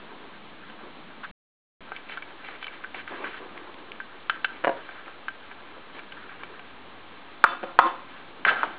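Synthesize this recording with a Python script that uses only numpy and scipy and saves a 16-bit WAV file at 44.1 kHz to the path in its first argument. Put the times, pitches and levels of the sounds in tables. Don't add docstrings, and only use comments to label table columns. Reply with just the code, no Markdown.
import sys
import numpy as np
from scipy import signal
from scipy.fft import rfft, irfft, next_fast_len
from scipy.io import wavfile
from scipy.ndimage import map_coordinates

SR = 44100
rng = np.random.default_rng(int(sys.argv[2]) if len(sys.argv) > 2 else 0)


def generate_wav(sig):
    pcm = np.round(np.clip(np.atleast_2d(sig).T, -1, 1) * 32767).astype(np.int16)
    wavfile.write(sys.argv[1], SR, pcm)


def gain_from_db(level_db):
    decades = np.asarray(level_db, float) / 20
    return 10 ** decades


N = 387374

# (near 550, 2300, 3300 Hz over the 1450 Hz ping)
TIN_TICKS = [(0.697, -29, 11.5, -7, 0.5), (1.236, -28.5, -21, -30, -12), (1.917, -20.5, 0.5, -6.5, -20.5),
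             (1.961, -25.5, -0.5, 13.5, 14.5), (2.094, -30.5, 5, 2.5, -16), (2.121, -27, -1.5, -3, -5),
             (2.171, -21.5, -15.5, -13, -12.5), (2.221, -26.5, -16.5, 9, -4.5), (2.445, -29.5, 2, 15, -11),
             (2.484, -26, 4, -3, -20), (2.625, -24, -9, 2, 4), (2.641, -24.5, -23, 13, 12.5),
             (2.666, -22.5, -2.5, -1.5, 6), (2.678, -26, 3, 17.5, 0), (2.836, -28.5, -27.5, -9, -12.5),
             (2.842, -23, -24, -10, -19.5), (2.943, -22.5, 11, 9, -14), (3.075, -26, -18, -3, -7.5),
             (3.241, -21.5, -18.5, 1, -19.5), (3.341, -29.5, -18, -13.5, -19.5),
             (4.0, -21, -36, -12.5, -25.5), (4.295, -7.5, -24, -13.5, -6), (4.443, -9, -19.5, -10, -7.5),
             (4.888, -27.5, -2, -10, -28), (5.078, -28, -5.5, -11.5, -17), (5.281, -16, -19, -10, -7.5),
             (5.512, -28, -7, -1, -12), (5.99, -27, -12, -4.5, -8), (6.119, -27, -13.5, 3, 2),
             (6.291, -33.5, -0.5, -1.5, -18), (6.432, -23, -1, 1, -6.5), (6.592, -28, -1, 0, -4),
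             (8.448, -6.5, -15.5, -3.5, -10.5)]
EDGE_CLICKS = [(3.575, -25, -16, 6.4, -2), (3.741, -30, -12, 8, 9), (3.917, -22.5, -16, 26, 16),
               (5.058, -33, -14, 6, -6)]
TICK_BANDS = [550, 1450, 2300, 3300]
# start_s, peak_db, dullness_db (near 450 Hz over 1500 Hz)
TIN_BOUNCES = [(4.638, -18, 2.5), (4.644, -7, 2), (4.651, -15.5, -11.5), (4.669, -8, 8), (4.676, -7, 4.5),
               (4.691, -12, 8.5), (4.713, -22.5, 5.5), (4.729, -28.5, 8.5)]
# (near 450, 950, 2700 Hz over 1500 Hz)
BOWL_BANGS = [(7.4385, 4.5, -18, -9, -21), (7.7875, 5.5, -14, 7, -6)]
# the columns of the bangs, then loss_per_touch_db
RIM_KNOCKS = [(7.629, -20, 18, -1, -4, .4), (8.63, -7, -10, -6, -18, 6.5)]
BLOW_BANDS = [450, 950, 1500, 2700]
# pitch_hz, level_db, t60_s
TIN_MODES = [(445, -8.5, 0.012), (754, -4, 0.041), (1310, -6, 0.04), (1389, -2.5, 0.05), (1559, 3, .09),
             (1667, -7, 0.067), (2057, -3.5, 0.023), (2308, 0, .05), (2652, -4, 0.045), (3037, -2, 0.065),
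             (3467, -9.5, 0.062), (3872, -7, 0.04)]
# pitch_hz, level_db, t60_s
BOARD_MODES = [(366, -12.5, 0.04), (544.4, -6, 0.096), (614, -7, 0.034), (683, -7.5, 0.065),
               (948, -5, 0.093), (1470, -5.5, 0.02), (1680, -3, 0.013), (2860, -1.5, 0.018),
               (3890, -10.5, 0.12)]
# pitch_hz, level_db, t60_s
BOWL_MODES = [(339, 0, 0.097), (540, -1, 0.098), (701, 2, 0.11), (742, -9.5, 0.13), (940, -2.5, 0.094),
              (1011, -1.5, 0.7), (1050, 1.5, 0.1), (1228, -6.5, 0.26), (1254, 3, 0.12), (1378, 2.5, 0.16),
              (1760, -9, 0.18), (1974, -10, 0.041), (2196, -14, 0.15), (2640, -6.5, 0.043),
              (3045, -7, 0.057), (3500, -4, .045)]
# start_s, then level_db near 450, 950, 1500 and 2700 Hz
BOWL_RATTLE = [(7.456, -40, -44, -34, -44), (7.648, -48.5, -48.5, -51, -62.5),
               (7.802, -32.5, -28, -33.5, -42)]
# start_s, length_s, level_db, brightness_db
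FOOD_SCRAPES = [(1.238, 0.0066, -38.5, -22.5), (1.949, 0.046, -50, 0), (2.062, .015, -49.5, -3.5),
                (2.091, .05, -44.5, 0), (2.155, .03, -44.5, -7.5), (2.389, .03, -48, -14),
                (2.444, 0.11, -46, -1.5), (2.614, 0.064, -54.5, 5.5), (2.722, 0.055, -50, -0.5),
                (2.947, 0.058, -44, 0), (3.076, 0.3, -44, -2), (3.244, 0.033, -34.5, -12.5),
                (3.335, 0.017, -46, -6.5), (3.464, 0.21, -53, -3.5), (4.311, 0.05, -45.5, -4),
                (4.48, 0.26, -51.5, -2), (4.772, .34, -48, -6.5), (5.51, 0.014, -47, -8.5),
                (5.937, .05, -47.5, -1.5), (6.168, 0.062, -46, -9.5), (6.292, 0.034, -45.5, -15),
                (6.394, 0.035, -45.5, -9.5), (6.493, 0.075, -51, -6.5), (8.099, 0.071, -51.5, -1.5)]
# time_s, scrape_db, brightness_db, low_modes_db
HARD_STROKE = [(8.462, -24.5, -11, -27), (8.472, -25.5, -10.5, -26), (8.481, -15.5, -13, -36.5),
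               (8.494, -15, -10, -31.5), (8.505, -25, -8, -28), (8.523, -26.5, -12, -28.5),
               (8.558, -34, -14.5, -38.5), (8.575, -29.5, -13.5, -37.5), (8.62, -34.5, -11, -39.5),
               (8.655, -46.5, -5.5, -31), (8.683, -45, -9.5, -40), (8.78, -48.5, -13, -47.5)]
# start_s, length_s, level_db
FLOOR_SCUFFS = [(0.03, 0.18, -49), (0.7, .15, -49), (1.915, .03, -44.5), (2.43, .14, -48),
                (2.73, .03, -48.5), (2.95, 0.022, -41.5), (3.11, .18, -39.5), (3.34, .36, -43),
                (3.73, .2, -47.5), (4.5, .06, -49), (4.76, 0.059, -49), (5.07, 0.021, -45),
                (5.765, 0.011, -44.5), (5.95, .04, -44.5), (6.41, .03, -47), (8.07, 0.028, -48.5),
                (8.36, 0.072, -49)]
# pitch_hz, relative_db (per Hz)
SHUFFLE_COLOUR = [(150, -21.5), (250, -7), (330, -0.5), (450, -3.5), (650, -9.5), (1100, -6), (1600, -25)]
# pitch_hz, relative_db (per Hz)
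AIR_COLOUR = [(24, -40.5), (40, -14), (92, -0.5), (122, -15.5), (291, 4.5), (367, -6.5), (396, -3),
              (1260, -1.5), (1530, -11.5), (4000, -12), (5200, -35), (8800, -120)]
# pitch_hz, relative_db (per Hz)
RUMBLE_COLOUR = [(90, -24.5), (150, -3), (230, -1), (320, -11), (500, -41.5)]
# time_s, hum_db, rumble_db
HUM_AND_RUMBLE = [(0, -66, -53.5), (1.3, -63.5, -50), (1.8, -68.5, -55.5), (2.7, -65.5, -61.5),
                  (3, -54, -55.5), (4, -58, -56.5), (5, -62.5, -60), (6, -55.5, -56.5), (7, -52.5, -56.5),
                  (7.5, -64.5, -57.5), (8.8, -54, -51)]
# pitch_hz, t60_s
ROOM_DECAY = [(200, 0.57), (1000, 0.41), (4000, 0.3)]
# from_s, to_s
MUTED = (1.3131, 1.8062)


def along(points, hz):
    point_hz, value = np.transpose(points)
    return np.interp(np.log(hz + 1), np.log(point_hz + 1), value)


def curves(rows):
    s, *cols = np.transpose(rows)
    return [np.interp(np.arange(N) / SR, s, c, -99, -99) for c in cols]


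def unit(x):
    return x / np.sqrt(np.mean(x ** 2))


def filtered(x, response):
    m = next_fast_len(N + SR)
    spectrum = rfft(x, m) * response(np.fft.rfftfreq(m, 1 / SR))
    return irfft(spectrum, m)[:N]


def hiss(colour):
    return unit(filtered(rng.standard_normal(N), lambda hz: gain_from_db(along(colour, hz))))


def wobble(rate):
    knots = rng.standard_normal(int(N * rate / SR) + 4)
    return map_coordinates(knots, [np.arange(N) * rate / SR])


def swells(rows, idle_db):
    onset_s, fade_s = 0.0096, 0.03
    waver_db, waver_per_s = 2.5, 25
    t, gain = np.arange(N) / SR, np.full(N, gain_from_db(idle_db))
    for s, length, db in rows:
        corners = [s - onset_s, s, s + length, s + length + fade_s]
        gain = np.maximum(gain, gain_from_db(db) * np.interp(t, corners, [0, 1, 1, 0]))
    return gain * gain_from_db(waver_db * wobble(waver_per_s))


def struck(blows, band_hz, modes, crack_db, crack_s, ring_db, knock_s, rise_s):
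    travel_s = 0.0015
    out, t = np.zeros(N + SR), np.arange(SR // 2) / SR
    hz, level, t60 = np.transpose(modes)[:, :, None]
    envelope = (1 - np.exp(-(t / rise_s) ** 2)) * np.cos(np.pi * t) ** 2
    crack_fade = gain_from_db(crack_db) * (gain_from_db(-60 * t / crack_s) + gain_from_db(7.0 - 60 * t / 0.0061))
    mode_fade = gain_from_db(ring_db - 60 * t / t60) + gain_from_db(-60 * t / knock_s)
    for s, db, *colour in blows:
        tint = [(150, colour[0] - 26), *zip(band_hz, colour), (6000, colour[-1] - 18)]
        phase = 2 * np.pi * hz * t + rng.normal(0, 0.44, hz.shape)
        mode_gain = gain_from_db(level + along(tint, hz) + rng.normal(0, 2, hz.shape))
        ring = mode_gain * mode_fade * np.sin(phase)
        noise = rfft(crack_fade * rng.standard_normal(len(t)))
        crack = irfft(noise * gain_from_db(along(tint, np.fft.rfftfreq(len(t), 1 / SR))), len(t))
        blow = (ring.sum(axis=0) + crack) * envelope
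        out[round((s + travel_s) * SR):][:len(t)] += gain_from_db(db) * blow / abs(blow).max()
    return out[:N]


def slipped(modes, low_hz, high_hz, grit_db, damp):
    slips = rng.standard_normal(N) * gain_from_db(grit_db * rng.exponential(1, N) ** 0.7)
    body = [(c, db, damp / t60) for c, db, t60 in modes if low_hz < c < high_hz]

    def resonance(f):
        return sum(gain_from_db(db) * 1j * f * w / (c * c - f * f + 1j * f * w) for c, db, w in body)

    return unit(filtered(slips, resonance))


def drag(low, high, damp):
    middle = slipped(TIN_MODES, 1000, 1800, grit_db=5, damp=damp)
    upper = slipped(TIN_MODES, 1800, 4000, grit_db=4, damp=damp)
    return low * middle + high * upper


def spoon_ticks():
    dig_from_s, dig_to_s = 1.9, 6.7
    scatter_db = 3 * rng.standard_normal(size=(10, 4))
    when = rng.uniform(dig_from_s, dig_to_s, size=10)
    faint = np.column_stack([when, scatter_db + [-37, -5, -3, -9]])  # peak, then low, mid and top dB
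    blows = [(s, db, low, 0, mid, top) for s, db, low, mid, top in [*TIN_TICKS, *faint]]
    return struck(blows, TICK_BANDS, TIN_MODES,
                  crack_db=6.5, crack_s=0.025, ring_db=-8.5, knock_s=0.025, rise_s=0.00055)


def edge_clicks():
    blows = [(s, db, low, 0, mid, top) for s, db, low, mid, top in EDGE_CLICKS]
    return struck(blows, TICK_BANDS, TIN_MODES,
                  crack_db=16.5, crack_s=0.0048, ring_db=-27.5, knock_s=0.005, rise_s=0.00048)


def tin_bounces():
    blows = [(s, db, dull, -6 + dull / 2, 0, -10.5 - 0.8 * k)
             for k, (s, db, dull) in enumerate(TIN_BOUNCES)]
    return struck(blows, BLOW_BANDS, BOARD_MODES,
                  crack_db=6.5, crack_s=0.022, ring_db=-2, knock_s=0.018, rise_s=0.00055)


def bowl_bangs():
    rebound_s, rebound_db, rebound_top_db = 0.0055, -11.5, -5
    chatter_s = 0.0054
    spoon = [(s + k * rebound_s, db + k * rebound_db, low, mid, 0, top + k * rebound_top_db)
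             for s, db, low, mid, top in BOWL_BANGS for k in range(2)]
    rim = [(s + k * chatter_s, db - k * loss, low, mid, 0, top)
           for s, db, low, mid, top, loss in RIM_KNOCKS for k in range(3)]
    return struck(spoon + rim, BLOW_BANDS, BOWL_MODES,
                  crack_db=6, crack_s=0.021, ring_db=-27, knock_s=0.016, rise_s=0.00073)


def bowl_rattle():
    rock_s, settle_db_per_s = 0.07, 214.5
    linger_db, linger_db_per_s = -19.5, 45.5
    edges_hz = [250, 750, 1150, 1800, 4000]
    gains = np.zeros((4, N))
    for s, *db in BOWL_RATTLE:
        t = np.arange(N) / SR - s
        settling = gain_from_db(-settle_db_per_s * np.clip(t - rock_s, 0, None))
        lingering = gain_from_db(linger_db - linger_db_per_s * abs(t))
        gains += gain_from_db(db)[:, None] * (settling + lingering) * (t > 0)
    out = np.zeros(N)
    for gain, low_hz, high_hz in zip(gains, edges_hz, edges_hz[1:]):
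        out += gain * gain_from_db(1.5 * wobble(45)) * slipped(BOWL_MODES, low_hz, high_hz, grit_db=3.5, damp=2.3)
    return out


def food_scrapes():
    idle_db, idle_bright_db = -55, -4
    low = swells([(s, length, db) for s, length, db, _ in FOOD_SCRAPES], idle_db)
    high = swells([(s, length, db + bright) for s, length, db, bright in FOOD_SCRAPES],
                  idle_db + idle_bright_db)
    return drag(low, high, damp=8.0)


def hard_stroke():
    scrape_db, bright_db, base_db = curves(HARD_STROKE)
    singing = drag(gain_from_db(scrape_db), gain_from_db(scrape_db + bright_db), damp=2.4)
    return singing + gain_from_db(base_db) * slipped(TIN_MODES, 300, 1000, grit_db=5.5, damp=6.6)


def shuffling():
    return swells(FLOOR_SCUFFS, idle_db=-53) * hiss(SHUFFLE_COLOUR)


def air():
    hum_db, rumble_db = curves(HUM_AND_RUMBLE)
    hum = np.sqrt(2) * gain_from_db(hum_db) * np.sin(2 * np.pi * 95 * np.arange(N) / SR)
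    return gain_from_db(-51) * hiss(AIR_COLOUR) + gain_from_db(rumble_db) * hiss(RUMBLE_COLOUR) + hum


def room(x):
    out, piece = np.zeros(N + SR), SR // 4
    for start in range(0, N, piece):
        hz, t, z = signal.stft(rng.standard_normal(SR // 2), SR, nperseg=256)
        decay = gain_from_db(-60 * t / along(ROOM_DECAY, hz)[:, None])
        build_up = np.clip(t / 0.01, 0, 1)
        tail = signal.istft(z * decay * build_up, SR, nperseg=256)[1]
        wet = signal.fftconvolve(x[start:start + piece], tail / np.linalg.norm(tail))
        out[start:start + len(wet)] += wet
    return out[:N]


def scene():
    blows = spoon_ticks() + edge_clicks() + tin_bounces() + bowl_bangs()
    rubbing = food_scrapes() + hard_stroke() + shuffling()
    return (blows + gain_from_db(-15.0) * room(blows) + bowl_rattle() + rubbing + air())[None]


def low_pass(x):
    return signal.sosfilt(signal.butter(12, 5150, fs=SR, output="sos"), x)


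def record(dry):
    stored_size, played_size = 80, 441
    steps = 128
    blocks = N // played_size + 2

    def microphone(hz):
        return (1j * hz / (1j * hz + 130.0)) ** 3 / np.sqrt(1 + (hz / 3850) ** 30)

    thin = np.pad(filtered(dry[0], microphone), (0, blocks * played_size - N))
    levels = np.floor(signal.resample(thin, blocks * stored_size) * steps)
    stored = levels.clip(-steps, steps - 1) / steps
    t = np.arange(len(stored)) / (100 * stored_size)
    stored = stored * ((t < MUTED[0]) | (t > MUTED[1]))

    k = np.arange(len(thin) // 2 + 1)
    above_hz = k * SR / len(thin) - 50 * stored_size
    slope = (1 - np.tanh(above_hz / 610.0 + (above_hz / 1200.0) ** 3)) / 2
    images = np.fft.fft(stored)[k % len(stored)]
    played = irfft(images * slope, len(thin))[:N] * played_size / stored_size
    mix = (0.98 * played).clip(-1, 1)[None]
    return low_pass(mix)


dry = scene()
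out = record(dry)
generate_wav(out)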